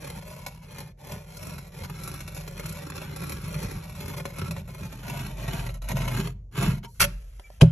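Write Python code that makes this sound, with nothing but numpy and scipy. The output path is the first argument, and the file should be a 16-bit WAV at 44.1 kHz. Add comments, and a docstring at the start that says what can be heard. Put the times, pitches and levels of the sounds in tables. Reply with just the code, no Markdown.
"""A hard hand tool is pushed in short strokes along vinyl paper on the floor of a wooden cabinet, close by.
Rubbing is noise made of uneven slips, coloured by wood and vinyl; snags are short flurries, and the panel drums.
The edge skids off with a short rip made of jerks; faint squeaks are wavering tones.
A tool is put down: noise bursts for the clatter, struck low modes for the heavy thump.
Wall echoes, a slow sway and quiet noise surround it."""
import sys
import numpy as np
from scipy import signal
from scipy.fft import rfft, irfft, next_fast_len
from scipy.io import wavfile
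from scipy.ndimage import uniform_filter1d

SR = 44100
rng = np.random.default_rng(int(sys.argv[2]) if len(sys.argv) > 2 else 0)


def store_wav(level_fs):
    """Save 16-bit WAV to argv[1]."""
    pcm = np.round(np.clip(np.atleast_2d(level_fs), -1, 1) * 32767)
    wavfile.write(sys.argv[1], SR, pcm.T.astype(np.int16))


N = 340011
SIZE = next_fast_len(N + SR)   # filter length, with room for tails
HZ = np.maximum(np.arange(SIZE // 2 + 1) * SR / SIZE, 1)
T = np.arange(N) / SR


def from_db(db):
    """Decibels to gain."""
    return 10 ** (np.asarray(db) / 20)


def rms_one(x):
    """Scaled to unit power."""
    return x / np.sqrt(np.mean(np.abs(x) ** 2) + 1e-20)


def over_hz(points):
    """A table joined by straight lines on a log-frequency axis."""
    hz, value = np.transpose(points)
    return np.interp(np.log(HZ), np.log(hz), value)


def causal(db):
    """The minimum-phase filter with these levels: nothing sounds early."""
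    cepstrum = irfft(db * np.log(10) / 20, SIZE)
    cepstrum[1:SIZE // 2] *= 2
    cepstrum[SIZE // 2 + 1:] = 0
    return np.exp(rfft(cepstrum))


def through(x, response):
    """Filter a signal by a frequency response."""
    return irfft(rfft(x, SIZE) * response, SIZE)[..., :N]


def drift(rate_hz):
    """A random curve with spread 1: noise smoothed so that it wanders at about this rate."""
    r = np.exp(-2 * np.pi * rate_hz / SR)
    wander = signal.lfilter([1], [1, -2 * r, r * r], rng.standard_normal(N + SR))
    return rms_one(wander[SR:])


def ring(force, hz, t60_s):
    """A resonance: each unit click sets a dying sine of height 1 ringing."""
    r = from_db(-60 / (t60_s * SR))
    w = 2 * np.pi * hz / SR
    return signal.lfilter([0, np.sin(w)], [1, -2 * r * np.cos(w), r * r], force + 1e-18)


def fading(start_s, t60_s):
    """An envelope that jumps to 1 and dies away by 60 dB in t60_s."""
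    out, first = np.zeros(N), int(start_s * SR)
    age = T[:min(int(2 * t60_s * SR) + 1, N - first)]
    out[first:first + len(age)] = from_db(-60 * age / t60_s)
    return out


def evened(x, seconds):
    """Unit level over stretches of this length; faster flutter stays."""
    power = uniform_filter1d(x * x, max(int(seconds * SR), 2))
    return x / np.sqrt(np.abs(power) + 1e-12)


def stroke(start_s, length_s, attack_s, release_s, arch_db):
    """One movement of the hand: it gets going, is strongest midway by arch_db, and comes to rest."""
    out = np.zeros(N)
    during = (T > start_s) & (T < start_s + length_s + release_s)
    age = T[during] - start_s
    rise = np.clip(age / attack_s, 0, 1)
    fall = np.clip((length_s - age) / release_s + .5, 0, 1)
    off_centre = np.minimum(2 * age / length_s - 1, 1)
    out[during] = rise * fall * from_db(-arch_db * off_centre ** 2)
    return out


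# the edge catches and lets go: start_s, level_db (before the shares in scraping),
# brightness_db (moves the snag from wood to vinyl)
SNAG_EVENTS = [(0.043, -26.5, -5), (0.223, -33, -6.5), (0.277, -34, -1), (0.4634, -19, -3.5),
               (0.4816, -30, -3), (0.7828, -23.5, -3), (0.803, -27, -2), (1.12, -27, -3), (1.3696, -29, 0),
               (1.428, -26.5, -5), (1.469, -27, -1), (1.627, -41, -3), (1.668, -39.5, -1.5),
               (1.8973, -25.5, -7.5), (2.0348, -26, 2), (2.0754, -21.5, -2), (2.14, -25, -3),
               (2.205, -22.5, -5), (2.277, -26, -2.5), (2.3468, -29, 0), (2.366, -27, -3.5),
               (2.477, -25, -4), (2.5958, -22.5, -4.5), (2.658, -21, -2), (2.692, -26.5, 1.5),
               (2.724, -34.5, 7), (2.867, -28, -4.5), (2.92, -32.5, -13.5), (2.955, -27.5, -5.5),
               (3.016, -26.5, -6.5), (3.1623, -25, -2.5), (3.217, -24, -6), (3.2947, -22, -2.5),
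               (3.3205, -20, -3), (3.446, -30, -5), (3.542, -24.5, -6.5), (3.568, -38.5, -8.5),
               (3.628, -22.5, -3), (3.74, -36, -3), (3.896, -31, -4), (4.026, -31, -8.5),
               (4.062, -31.5, -5), (4.137, -26, -8.5), (4.179, -26, -6), (4.199, -27, -9),
               (4.254, -19.5, -6), (4.384, -24.5, -3.5), (4.4154, -28, -12.5), (4.509, -19.5, -3.5),
               (4.565, -27.5, -9.5), (4.747, -30.5, -5), (4.832, -31, -7), (4.925, -28, -5),
               (5.08, -24.5, -4), (5.098, -21.5, -5), (5.171, -26, -5.5), (5.4844, -23, -8.5),
               (5.533, -20, -6.5), (5.594, -23, -8), (5.665, -25, -6.5), (5.69, -28, -9.5),
               (5.741, -34.5, -0.5), (5.8193, -29.5, -4), (5.887, -19.5, -1.5), (5.9162, -19.5, -6.5),
               (5.9682, -20, -6), (6.019, -25.5, -8), (6.078, -18.5, -6.5), (6.172, -19.5, -6.5),
               (6.253, -34.5, -18), (6.555, -32, -12), (6.625, -15, -6), (6.831, -36.5, -11)]
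# colour of the hissing vinyl: freq_hz, level_db (relative)
VINYL_COLOUR = [(2500, -34.5), (4200, -6), (5200, -7.5), (7000, 1.5), (9000, -4.5), (12000, 1.5),
                (16000, -23.5)]
# a soft swish over the vinyl just before the skid
SWISH_S, SWISH_LENGTH_S, SWISH_DB, SWISH_RAMP_S = 6.87, 0.19, -60.5, 0.0089
# on one light, gliding push the vinyl hisses in a narrow band
ZING_S, ZING_LENGTH_S, ZING_DB, ZING_ARCH_DB, ZING_HZ, ZING_T60_S = 1.35, 0.26, -49.5, 8, 5620, 0.03
RASP_STEADY = 0.15   # share of the rasp's power that comes from the smoothly sliding sole


def scraping(rasp, hiss, back_db, rasp_db=2.0, hiss_db=1.0, snag_rasp_db=-14.0, snag_hiss_db=-9.5, snag_t60_s=0.046):
    """One friction force sounds the wood below and the vinyl skin above; a snag is a short flurry of slips."""
    grain = friction(slips_per_s=1900, spread_db=2.6, clump_db=2.1, clump_rate_hz=90, smooth=0.5,
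                     catches_per_s=95, catch_db=2.5, catch_t60_s=0.015)
    grain = rms_one(grain + grit())
    flurry, catch, snap = rng.standard_normal(N), 0, 0
    for s, db, bright_db in SNAG_EVENTS:
        release = from_db(db) * fading(s, snag_t60_s)
        catch = catch + from_db(snag_rasp_db - bright_db) * release
        snap = snap + from_db(snag_hiss_db + bright_db) * release
    sliding = np.sqrt(1 - RASP_STEADY) * grain + np.sqrt(RASP_STEADY) * rng.standard_normal(N)
    wood_force = from_db(rasp_db) * rasp * sliding + catch * flurry

    swish = from_db(SWISH_DB) * stroke(SWISH_S, SWISH_LENGTH_S, SWISH_RAMP_S, SWISH_RAMP_S, 0)
    vinyl_force = from_db(hiss_db) * hiss * grain + (snap + swish) * flurry
    skin = through(vinyl_force, rms_one(causal(over_hz(VINYL_COLOUR) + back_db)))

    glide = from_db(ZING_DB) * stroke(ZING_S, ZING_LENGTH_S, PUSH_ATTACK_S, PUSH_RELEASE_S, ZING_ARCH_DB)
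    zing = glide * rms_one(ring(sliding, ZING_HZ, ZING_T60_S))
    return wood(wood_force) + skin + zing


# pushes of the hand: start_s, length_s, rasp_db, hiss_db (vinyl), drum_db (panel); later steps trim all three
HAND_PUSHES = [(-0.01, 0.21, -44.5, -49.5, -39.5), (0.172, 0.29, -50.5, -54, -46),
               (0.69, 0.17, -48.5, -54.5, -43.5), (1.034, 0.16, -46, -51, -53),
               (1.278, 0.19, -56, -53.5, -61), (1.377, 0.25, -45.5, -50, -38.5),
               (1.76, 0.14, -45.5, -50.5, -43), (1.948, 0.28, -47, -50.5, -43),
               (2.334, 0.091, -47, -49, -38.5), (2.54, 0.35, -45, -51.5, -44),
               (2.87, 0.18, -45.5, -49.5, -44), (2.944, 0.25, -46.5, -64, -53),
               (3.146, 0.25, -43, -48, -39), (3.406, 0.093, -45.5, -48.5, -31.5),
               (3.461, 0.33, -43, -48.5, -43), (3.939, 0.26, -43.5, -49, -37.5),
               (4.123, 0.13, -46, -50, -36), (4.346, 0.15, -41, -50, -46), (4.465, 0.18, -54, -72, -36),
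               (4.787, 0.084, -47.5, -55, -43), (5.016, 0.31, -41, -48.5, -33.5),
               (5.365, 0.32, -39.5, -47.5, -32), (5.864, 0.063, -36, -45.5, -40),
               (5.936, 0.15, -37, -47, -29), (6.04, 0.25, -36.5, -44, -26.5),
               (6.547, 0.18, -32, -41, -24.5), (6.825, 0.041, -43, -53, -43)]
PUSH_ATTACK_S, PUSH_RELEASE_S, PUSH_ARCH_DB = 0.017, 0.028, 8
# between pushes the tool creeps on: start_s, length_s, rasp_db (trimmed in scraping)
SLOW_CREEPS = [(-0.03, 0.94, -54.5), (0.971, 0.73, -54), (1.701, 3.03, -49), (4.545, 0.16, -61.5),
               (4.715, 1.06, -50), (5.808, 0.51, -49), (6.511, 0.272, -46.5)]
CREEP_RAMP_S, CREEP_ARCH_DB = 0.033, 1
CREEP_HISS_DB, CREEP_DRUM_DB = -6, 9.5   # relative to its rasp, before the later trims


def effort():
    """Pushes and creeping set the strength of the rasp, the hiss and the drumming; their powers add."""
    shapes, levels_db = [], []
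    for s, length, db in SLOW_CREEPS:
        shapes.append(stroke(s, length, CREEP_RAMP_S, CREEP_RAMP_S, CREEP_ARCH_DB))
        levels_db.append([db, db + CREEP_HISS_DB, db + CREEP_DRUM_DB])
    for s, length, *push_db in HAND_PUSHES:
        shapes.append(stroke(s, length, PUSH_ATTACK_S, PUSH_RELEASE_S, PUSH_ARCH_DB))
        levels_db.append(push_db)
    return np.sqrt(from_db(levels_db).T ** 2 @ np.array(shapes) ** 2)


# the edge hangs and the rubbing weakens: start_s, length_s, change_db
EDGE_HALTS = [(0.234, 0.028, -4.5), (0.565, 0.05, -5.5), (1.239, 0.02, -5), (1.859, 0.03, -4.5),
              (1.9, 0.044, -2), (2.5, 0.031, -2.5), (2.73, 0.013, -6), (2.908, 0.021, -12),
              (3.277, 0.012, -4), (3.91, 0.035, -3), (4.153, 0.012, -8), (4.211, 0.033, -8),
              (4.398, 0.014, -4.5), (4.444, 0.014, -1), (4.53, 0.021, -1), (4.616, 0.058, -11),
              (5.465, 0.013, -5), (5.705, 0.034, -3), (5.848, 0.044, -3.5)]
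HALT_RAMP_S = 0.0053


def sticking():
    """The share of the rubbing that is left while the edge hangs."""
    return from_db(sum(db * stroke(s, length, HALT_RAMP_S, HALT_RAMP_S, 0) for s, length, db in EDGE_HALTS))


def friction(slips_per_s, spread_db, clump_db, clump_rate_hz, smooth, catches_per_s, catch_db, catch_t60_s):
    """Tiny slips of uneven size come in clumps, on a bed of smooth sliding; small catches let go with a jerk."""
    sizes = from_db(spread_db * np.minimum(rng.exponential(1, N), 4)) * rng.choice([-1, 1], N)
    slips = rms_one(sizes * (rng.random(N) < slips_per_s / SR))
    catches = (rng.random(N) < catches_per_s / SR) * rng.random(N)
    decay = from_db(-60 / (catch_t60_s * SR))
    jerks = signal.lfilter([1], [1, -decay], catches + 1e-18)
    grip = from_db(clump_db * drift(clump_rate_hz)) * (1 + from_db(catch_db) * jerks)
    return evened((slips + smooth * rng.standard_normal(N)) * grip, 0.087)


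TICKS_PER_S, TICK_DB, TICK_T60_S = 45, 3.5, 0.004   # level relative to the rubbing, before random sizes


def grit():
    """Specks crushed under the sole: dry, very short ticks."""
    ticks = (rng.random(N) < TICKS_PER_S / SR) * rng.uniform(.5, 2, N)
    decay = from_db(-60 / (TICK_T60_S * SR))
    bursts = signal.lfilter([1], [1, -decay], ticks + 1e-18)
    return from_db(TICK_DB) * bursts * rng.standard_normal(N)


# colour of the rubbed wood: freq_hz, level_db (relative)
WOOD_COLOUR = [(120, -41), (220, 4.5), (300, -4), (480, -0.5), (800, -3), (1200, -5.5), (1700, -8.5),
               (2400, -9.5), (3600, -10), (4600, -24), (5600, -21), (9000, -70)]
# the stiff corner, where the tool works at first, recolours the rasp: freq_hz, change_db
CORNER_COLOUR = [(280, 0.5), (370, -4.5), (500, 0), (780, 4.5), (1050, 2.5), (1380, -3.5), (1800, 0.5)]
CORNER_UNTIL_S = 1.36
ROCKING_HZ, RESONANCE_BEND = 3.5, 0.04   # pace of the rocking; largest bend as a share of the pitch


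def wood(force):
    """The panel's answer to a rubbing force; its resonances bend down and up as the tool rocks."""
    out, forward, tilt = 0, frontness(), np.tanh(drift(ROCKING_HZ))
    corner = .5 - .5 * np.tanh((T - CORNER_UNTIL_S) / CROSSING_S)
    force = (1 - corner) * force + through(corner * force, causal(over_hz(CORNER_COLOUR)))
    # blend three fixed filters: bent down, straight, bent up
    for lean in (-1, 0, 1):
        back_db, front_db, _ = wood_db(lean * RESONANCE_BEND)
        part = force * np.maximum(1 - np.abs(tilt - lean), 0)
        for share, bumps_db in ((1 - forward, back_db), (forward, front_db)):
            out = out + through(share * part, rms_one(causal(over_hz(WOOD_COLOUR) + bumps_db)))
    return out


# higher resonances of panel and tool: pitch_hz, width_hz, back_db, front_db, edge_db
# (height above the rest; the tool's edge is weakened where it is used)
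HIGH_RESONANCES = [(233, 78, -2.5, 3, -5.5), (295, 47, 5.5, 8, -6), (390, 35.6, 8, 10.5, 8.5),
                   (580, 60, 11, 9.5, 9), (663, 43, -14, 12, -6), (915, 50, 5.5, 11.5, 4),
                   (1084, 310, 0.5, 5, -0.5), (1400, 72, 9, 11, 11), (1613, 91, 3, 8, 5),
                   (1817, 17, 7, -10, -2), (1925, 145, -1, 8.5, -6), (2218, 190, 8, 8.5, 1),
                   (2550, 160, 7.5, 12, 3), (3007, 240, -2, 9, -6), (3760, 89, -15, -1, -6),
                   (4224, 460, 5.5, 11, 1.5), (5500, 760, 4.5, -4.5, 1), (6680, 810, -3, 20, -10.5)]


def wood_db(bend):
    """Resonance bumps in dB, pitches bent by this share: at the back, at the front, on the tool's edge."""
    bumps_db = 0
    for hz, width, *heights_db in HIGH_RESONANCES:
        peak = 1 / (1 + (2 * (HZ - hz * (1 + bend)) / width) ** 2)
        bumps_db = bumps_db + np.outer(heights_db, peak)
    return bumps_db


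MIDWAY_S, CROSSING_S = 4.74, 0.38   # when and how fast the tool crosses the middle of the panel


def frontness():
    """The tool travels from the back of the panel (0) to the front (1), and other resonances take over."""
    return .5 + .5 * np.tanh((T - MIDWAY_S) / CROSSING_S)


# low modes of the panel: pitch_hz, t60_s, back_db (rubbed there), front_db (rubbed there), struck_db
PANEL_MODES = [(56.9, 0.17, -16, -17, -12), (70.8, 0.17, -8, -11, 0), (87, 0.27, -4, -9, -13),
               (121.8, 0.26, -4, 1.5, -8), (141.4, 0.16, 1, 2, -10.5), (159.9, 0.18, 3, 0, 1.5),
               (200.5, 0.11, -5.5, -3.5, -4), (385, 0.043, -13.5, -15.5, 1), (561, 0.13, -30, -54, 0.5)]


def panel(drum, skid_db=-26.0, skid_s=7.03, skid_t60_s=0.34):
    """The dragged tool shakes the panel's low modes, which also shudder after the skid."""
    force, forward, modes = thuds(), frontness(), 0
    for k, (hz, t60, back_db, front_db, _) in enumerate(PANEL_MODES):
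        level = from_db(back_db + (front_db - back_db) * forward)
        modes = modes + level * ring(force, hz, t60)[SR:] * (-1) ** k
    shudder = from_db(skid_db) * uniform_filter1d(fading(skid_s, skid_t60_s), size=1500)
    return (drum + shudder) * evened(modes, 0.058)


# the sole rocks and bumps the panel: start_s, level_db
SOLE_BUMPS = [(0.15, -38.5), (0.81, -39.5), (1.11, -33), (1.805, -35), (1.9, -35.5), (2.648, -30),
              (3.075, -34.5), (3.2, -31.5), (3.315, -35), (3.54, -28.5), (3.625, -30), (3.735, -31.5),
              (4.392, -27), (4.482, -28), (4.70, -42), (4.805, -31), (5.465, -34), (5.645, -31.5),
              (5.91, -22.5), (5.965, -25.5), (6.575, -23.5), (6.671, -20.5)]
BUMP_LENGTH_S, BUMP_ARCH_DB, PUSH_DRUM_DB = 0.049, 14, -1
DRUM_T60_S, DRUM_LAG_S = 0.35, 0.017   # the panel answers late and rings on after each push


def drumming(drive):
    """How strongly the panel shakes: it follows the pushes a little late and jumps at every bump."""
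    pushed = np.interp(T - DRUM_LAG_S, T, from_db(PUSH_DRUM_DB) * drive)
    ramp_s = BUMP_LENGTH_S / 10
    bumped = sum(from_db(db) * stroke(s, BUMP_LENGTH_S, ramp_s, ramp_s, BUMP_ARCH_DB) for s, db in SOLE_BUMPS)
    return ringing_on(np.hypot(pushed, bumped), DRUM_T60_S)


def ringing_on(level, t60_s):
    """A level that cannot fall faster than this decay."""
    decay = np.log(1000) * T / t60_s
    return np.exp(np.maximum.accumulate(np.log(level + 1e-9) + decay) - decay)


THUDS_PER_S, THUD_SPREAD_DB, THUD_SMOOTH = 70, 2.0, 0.028


def thuds():
    """The sole judders over the panel in uneven little thuds, on a weak bed of steady dragging."""
    count = N + SR   # one extra second lets the modes build up
    sizes = from_db(THUD_SPREAD_DB * rng.standard_normal(count)) * rng.choice([-1, 1], count)
    return sizes * (rng.random(count) < THUDS_PER_S / SR) + THUD_SMOOTH * rng.standard_normal(count)


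# the skidding edge bites and lets go: start_s, level_db
EDGE_JERKS = [(7.003, -17), (7.0058, -14), (7.013, -15.5), (7.0185, -17.5), (7.027, -17.5), (7.04, -16),
              (7.0458, -15)]
JERK_T60_S = 0.024
# colour of the skid: freq_hz, level_db (relative)
SKID_TONE = [(40, -4), (120, 4), (300, -10), (550, -5), (800, -5.5), (1150, -3.5), (1550, -1.5), (2000, -2),
             (2600, 1), (3600, -7), (5500, -5), (8000, -5), (10500, -7), (12000, -6.5), (16000, -10.5)]
SKID_S, SKID_LENGTH_S, SKID_DB, SKID_ATTACK_S, SKID_RELEASE_S = 6.997, 0.045, -22.5, 0.0023, 0.011
SLIDE_S, SLIDE_LENGTH_S, SLIDE_DB, SLIDE_RAMP_S, SLIDE_UNEVEN_DB = 6.94, 0.653, -61, 0.0089, -1.5


def skid(edge_db):
    """The edge bites and stutters in quick jerks as it runs off the sheet, over a light slide that lasts longer."""
    grain = friction(slips_per_s=3000, spread_db=2.0, clump_db=1.2, clump_rate_hz=250, smooth=0.5,
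                     catches_per_s=120, catch_db=-6.0, catch_t60_s=0.01)
    jerks = sum(from_db(db) * fading(s, JERK_T60_S) for s, db in EDGE_JERKS)
    scrape = from_db(SKID_DB) * stroke(SKID_S, SKID_LENGTH_S, SKID_ATTACK_S, SKID_RELEASE_S, 0)
    slide = from_db(SLIDE_DB) * stroke(SLIDE_S, SLIDE_LENGTH_S, SLIDE_RAMP_S, SLIDE_RAMP_S, 0)
    uneven = from_db(SLIDE_UNEVEN_DB * drift(22))
    # only the hard contact wakes the resonances
    hard = through((jerks + scrape) * grain, rms_one(causal(over_hz(SKID_TONE) + 0.65 * edge_db)))
    light = through(slide * uneven * grain, rms_one(causal(over_hz(SKID_TONE))))
    return hard + light


# at the end of the skid the tool strikes the panel, which rings: pitch_hz, t60_s, level_db
SKID_END_MODES = [(574, 0.12, -16.5), (910, 0.11, -33)]
SKID_HIT_S, SKID_HIT_LENGTH_S = 7.033, 0.011


def skid_ring():
    """The skid ends against the wood: a short, hollow ring that builds over the contact."""
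    age, modes = np.maximum(T - SKID_HIT_S, 0), 0
    for hz, t60, db in SKID_END_MODES:
        modes = modes + from_db(db) * fading(SKID_HIT_S, t60) * np.sin(2 * np.pi * hz * age)
    return np.minimum(age / SKID_HIT_LENGTH_S, 1) * modes


# the weight of the tool lands and rocks once: start_s, level_db
WEIGHT_BLOWS = [(7.6213, -2.5), (7.629, -3.5)]
THUMP_CONTACT_S = 0.0023


def thump():
    """The tool's weight arrives as soft pushes on the panel, which radiates little of the slowest motion."""
    force = 0
    for s, blow_db in WEIGHT_BLOWS:
        push = np.sin(np.pi * np.clip((T - s) / THUMP_CONTACT_S, 0, 1))
        force = force + from_db(blow_db) * push / push.sum()
    modes = sum(from_db(db) * ring(force, hz, t60) for hz, t60, _, _, db in PANEL_MODES)
    return signal.sosfilt(signal.butter(2, 52, "high", fs=SR, output="sos"), modes)


# the housing touches and clatters as it lands: start_s, clack_db (plastic), knock_db (wood), t60_s
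LANDING_TOUCHES = [(7.6, -60, -44, 0.12), (7.6097, -19, -32, 0.031), (7.6135, -13.5, -31, 0.022),
                   (7.617, -16, -31, 0.023), (7.621, -44, -27.5, 0.12), (7.632, -43, -38, 0.025)]
# light taps while the tools change hands: start_s, level_db
LIGHT_TAPS = [(7.3965, -31), (7.502, -41)]
# colours of the plastic clack and the wooden knock: freq_hz, level_db (relative)
CLACK_TONE = [(100, -25), (500, 3), (850, 2), (1300, -4), (2000, -6.5), (2900, -0.5), (4500, -12),
              (8000, -11.5), (11000, -15), (13000, -36), (16000, -55)]
KNOCK_TONE = [(60, 0), (250, -5), (400, -1), (600, 7.5), (900, -3), (1400, -15), (2900, -13), (4500, -18),
              (8000, -20), (11000, -20), (13000, -40), (16000, -61)]


def knocks(edge_db, tap_t60_s=0.014):
    """Hard plastic on wood: the housing clacks, the panel knocks; light taps sound only the wood."""
    clack = sum(from_db(db) * fading(s, t60) for s, db, _, t60 in LANDING_TOUCHES)
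    knock = sum(from_db(db) * fading(s, t60) for s, _, db, t60 in LANDING_TOUCHES)
    taps = sum(from_db(db) * fading(s, tap_t60_s) for s, db in LIGHT_TAPS)
    out = 0
    for force, colour in ((clack, CLACK_TONE), (knock + taps, KNOCK_TONE)):
        response = rms_one(causal(over_hz(colour) + 0.45 * edge_db))
        out = out + through(force * rng.standard_normal(N), response)
    return out


# plastic squeaks: start_s, length_s, pitch_hz, level_db (of the swell; the sine lowers it by 3 dB)
PLASTIC_SQUEAKS = [(6.855, 0.07, 933, -49.5), (6.856, 0.015, 5470, -57), (7.439, .06, 2320, -52.5),
                   (7.436, 0.04, 6840, -68)]


def squeaks(waver=0.006):
    """Brief stick-slip tones that swell fast and fade, with a slightly wavering pitch."""
    out = np.zeros(N)
    for s, length, hz, db in PLASTIC_SQUEAKS:
        age = np.clip((T - s) / length, 0, 1)
        swell = rms_one(np.sqrt(age) * (1 - age) ** 2) * np.sqrt(length * SR / N)
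        phase = 2 * np.pi * np.cumsum(hz * (1 + waver * drift(42.0))) / SR
        out += from_db(db) * swell * np.sin(phase)
    return out


# likeness of the reflections at the two ports: freq_hz, likeness (-1 to 1)
ECHO_LIKENESS = [(170, 1), (280, -.3), (550, -.25), (1000, .4), (1500, .35), (3500, -.3), (4800, .2),
                 (5700, .65), (7300, .4), (8600, .92), (10500, .75), (12000, .93)]


def reflections(t60_s, delay_s):
    """Dense echoes that die away, partly alike at the two ports."""
    mid, side = rms_one(rfft(rng.standard_normal((2, N)) * fading(delay_s, t60_s), SIZE))
    alike = np.clip(over_hz(ECHO_LIKENESS), -1, 1)
    return np.sqrt((1 + alike) / 2) * mid + np.sqrt((1 - alike) / 2) * side * np.array([[1], [-1]])


# phase between the two microphone ports: freq_hz, left_lead_radians
PORT_LEAD = [(20, 0), (380, -.15), (690, 1.0), (1030, 0), (2240, 0), (3010, 1.1), (3960, .3), (4220, 1.7),
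             (4820, 3.2), (5250, 5.1), (5770, 6.2), (6630, 6.8), (8350, 9.3), (9820, 9.5), (11600, 11.9),
             (13000, 13.1), (16000, 15.6)]


def cabinet(x, walls_db, walls_t60_s=0.036, wander_hz=2.83, room_db=-17.5, room_t60_s=0.36, room_hz=4500, count=5):
    """Direct sound, quick echoes off the cabinet walls and a faint, dull workshop tail reach two microphone ports."""
    ports = np.exp(-1j * over_hz(PORT_LEAD) * np.array([[0], [1]]))
    room = from_db(room_db) * reflections(room_t60_s, 0.016) / (1 + 1j * HZ / room_hz)
    steady = through(x, ports * (1 + room))
    # hand and arm keep moving, so the pattern of the wall echoes shifts all the time
    shares = np.array([drift(wander_hz) for _ in range(count)])
    shares /= np.linalg.norm(shares, axis=0)
    walls = sum(through(share * x, ports * reflections(walls_t60_s, 0.00055)) for share in shares)
    return (steady + from_db(walls_db) * walls) / np.sqrt(1 + from_db(walls_db) ** 2)


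PANEL_SIDE_DB = -28.5   # how much the long waves differ between the ports


def long_waves(x, echo_t60_s=0.064):
    """Low sound reaches both ports almost alike; faint echoes make the small difference."""
    side = through(x, rms_one(rfft(rng.standard_normal(N) * fading(0, echo_t60_s), SIZE)))
    return x + from_db(PANEL_SIDE_DB) * side * np.array([[1], [-1]])


# sway of the whole cabinet: time_s, level_db
SWAY_LEVELS = [(0.0, -63), (0.04, -46), (0.69, -54), (2.76, -42.5), (2.82, -55), (3.73, -37.5), (3.81, -49),
               (5.22, -44), (5.26, -37.5), (6.04, -31.5), (6.57, -45.5), (6.67, -29), (6.93, -55),
               (7.05, -30), (7.5, -48.5), (7.56, -47)]
SWAY_HZ, SWAY_T60_S = 46.1, 0.45


def cabinet_sway():
    """The whole cabinet sways: noise rings one very low resonance, with a level that follows the table."""
    sway = ring(rng.standard_normal(N + SR), SWAY_HZ, SWAY_T60_S)
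    sway = signal.sosfilt(signal.butter(2, [38, 56], "band", fs=SR, output="sos"), sway)
    return from_db(np.interp(T, *np.transpose(SWAY_LEVELS))) * evened(sway[SR:], 0.1)


# colour of the quiet background: freq_hz, level_db (relative)
QUIET_COLOUR = [(20, -47), (60, 6), (120, 3), (250, -24.5), (600, -19.5), (2000, -67), (6000, -47.5),
                (16000, -65)]


def quiet_background(level_db=-50.5):
    """Steady, low-pitched noise under everything."""
    return from_db(level_db) * rms_one(through(rng.standard_normal(N), from_db(over_hz(QUIET_COLOUR))))


def scene():
    """Rubbing, then skid and knocks, each with its own close wall echoes, over the low sounds of the panel."""
    back_db, _, edge_db = wood_db(0)
    rasp, hiss, drum = effort()
    free = sticking()
    rubbing = scraping(rasp * free, hiss * free, back_db)
    rubbed = cabinet(rubbing + quiet_background(), walls_db=0.0)
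    struck = cabinet(skid(edge_db) + skid_ring() + knocks(edge_db), walls_db=-0.5)
    low = long_waves(panel(drumming(drum)) + cabinet_sway() + thump())
    return rubbed + struck + squeaks() + low


# the microphone's port resonates in the top octave: freq_hz, level_db
PORT_RESONANCE = [(8500, -0.5), (10500, 3), (11450, 4), (12000, -4.5), (12800, -7.5), (13600, -18.5),
                  (14400, -21), (16000, -19)]
CUTOFF_HZ = 16000


def record(dry, top=0.85):
    """Port resonance, rounded peaks, and the top cut off."""
    x = through(dry, causal(over_hz(PORT_RESONANCE)))
    x = x / (1 + (x / top) ** 6) ** (1 / 6)
    return signal.sosfilt(signal.ellip(8, .2, 80, CUTOFF_HZ, fs=SR, output="sos"), x)


dry = scene()
out = record(dry)
store_wav(out)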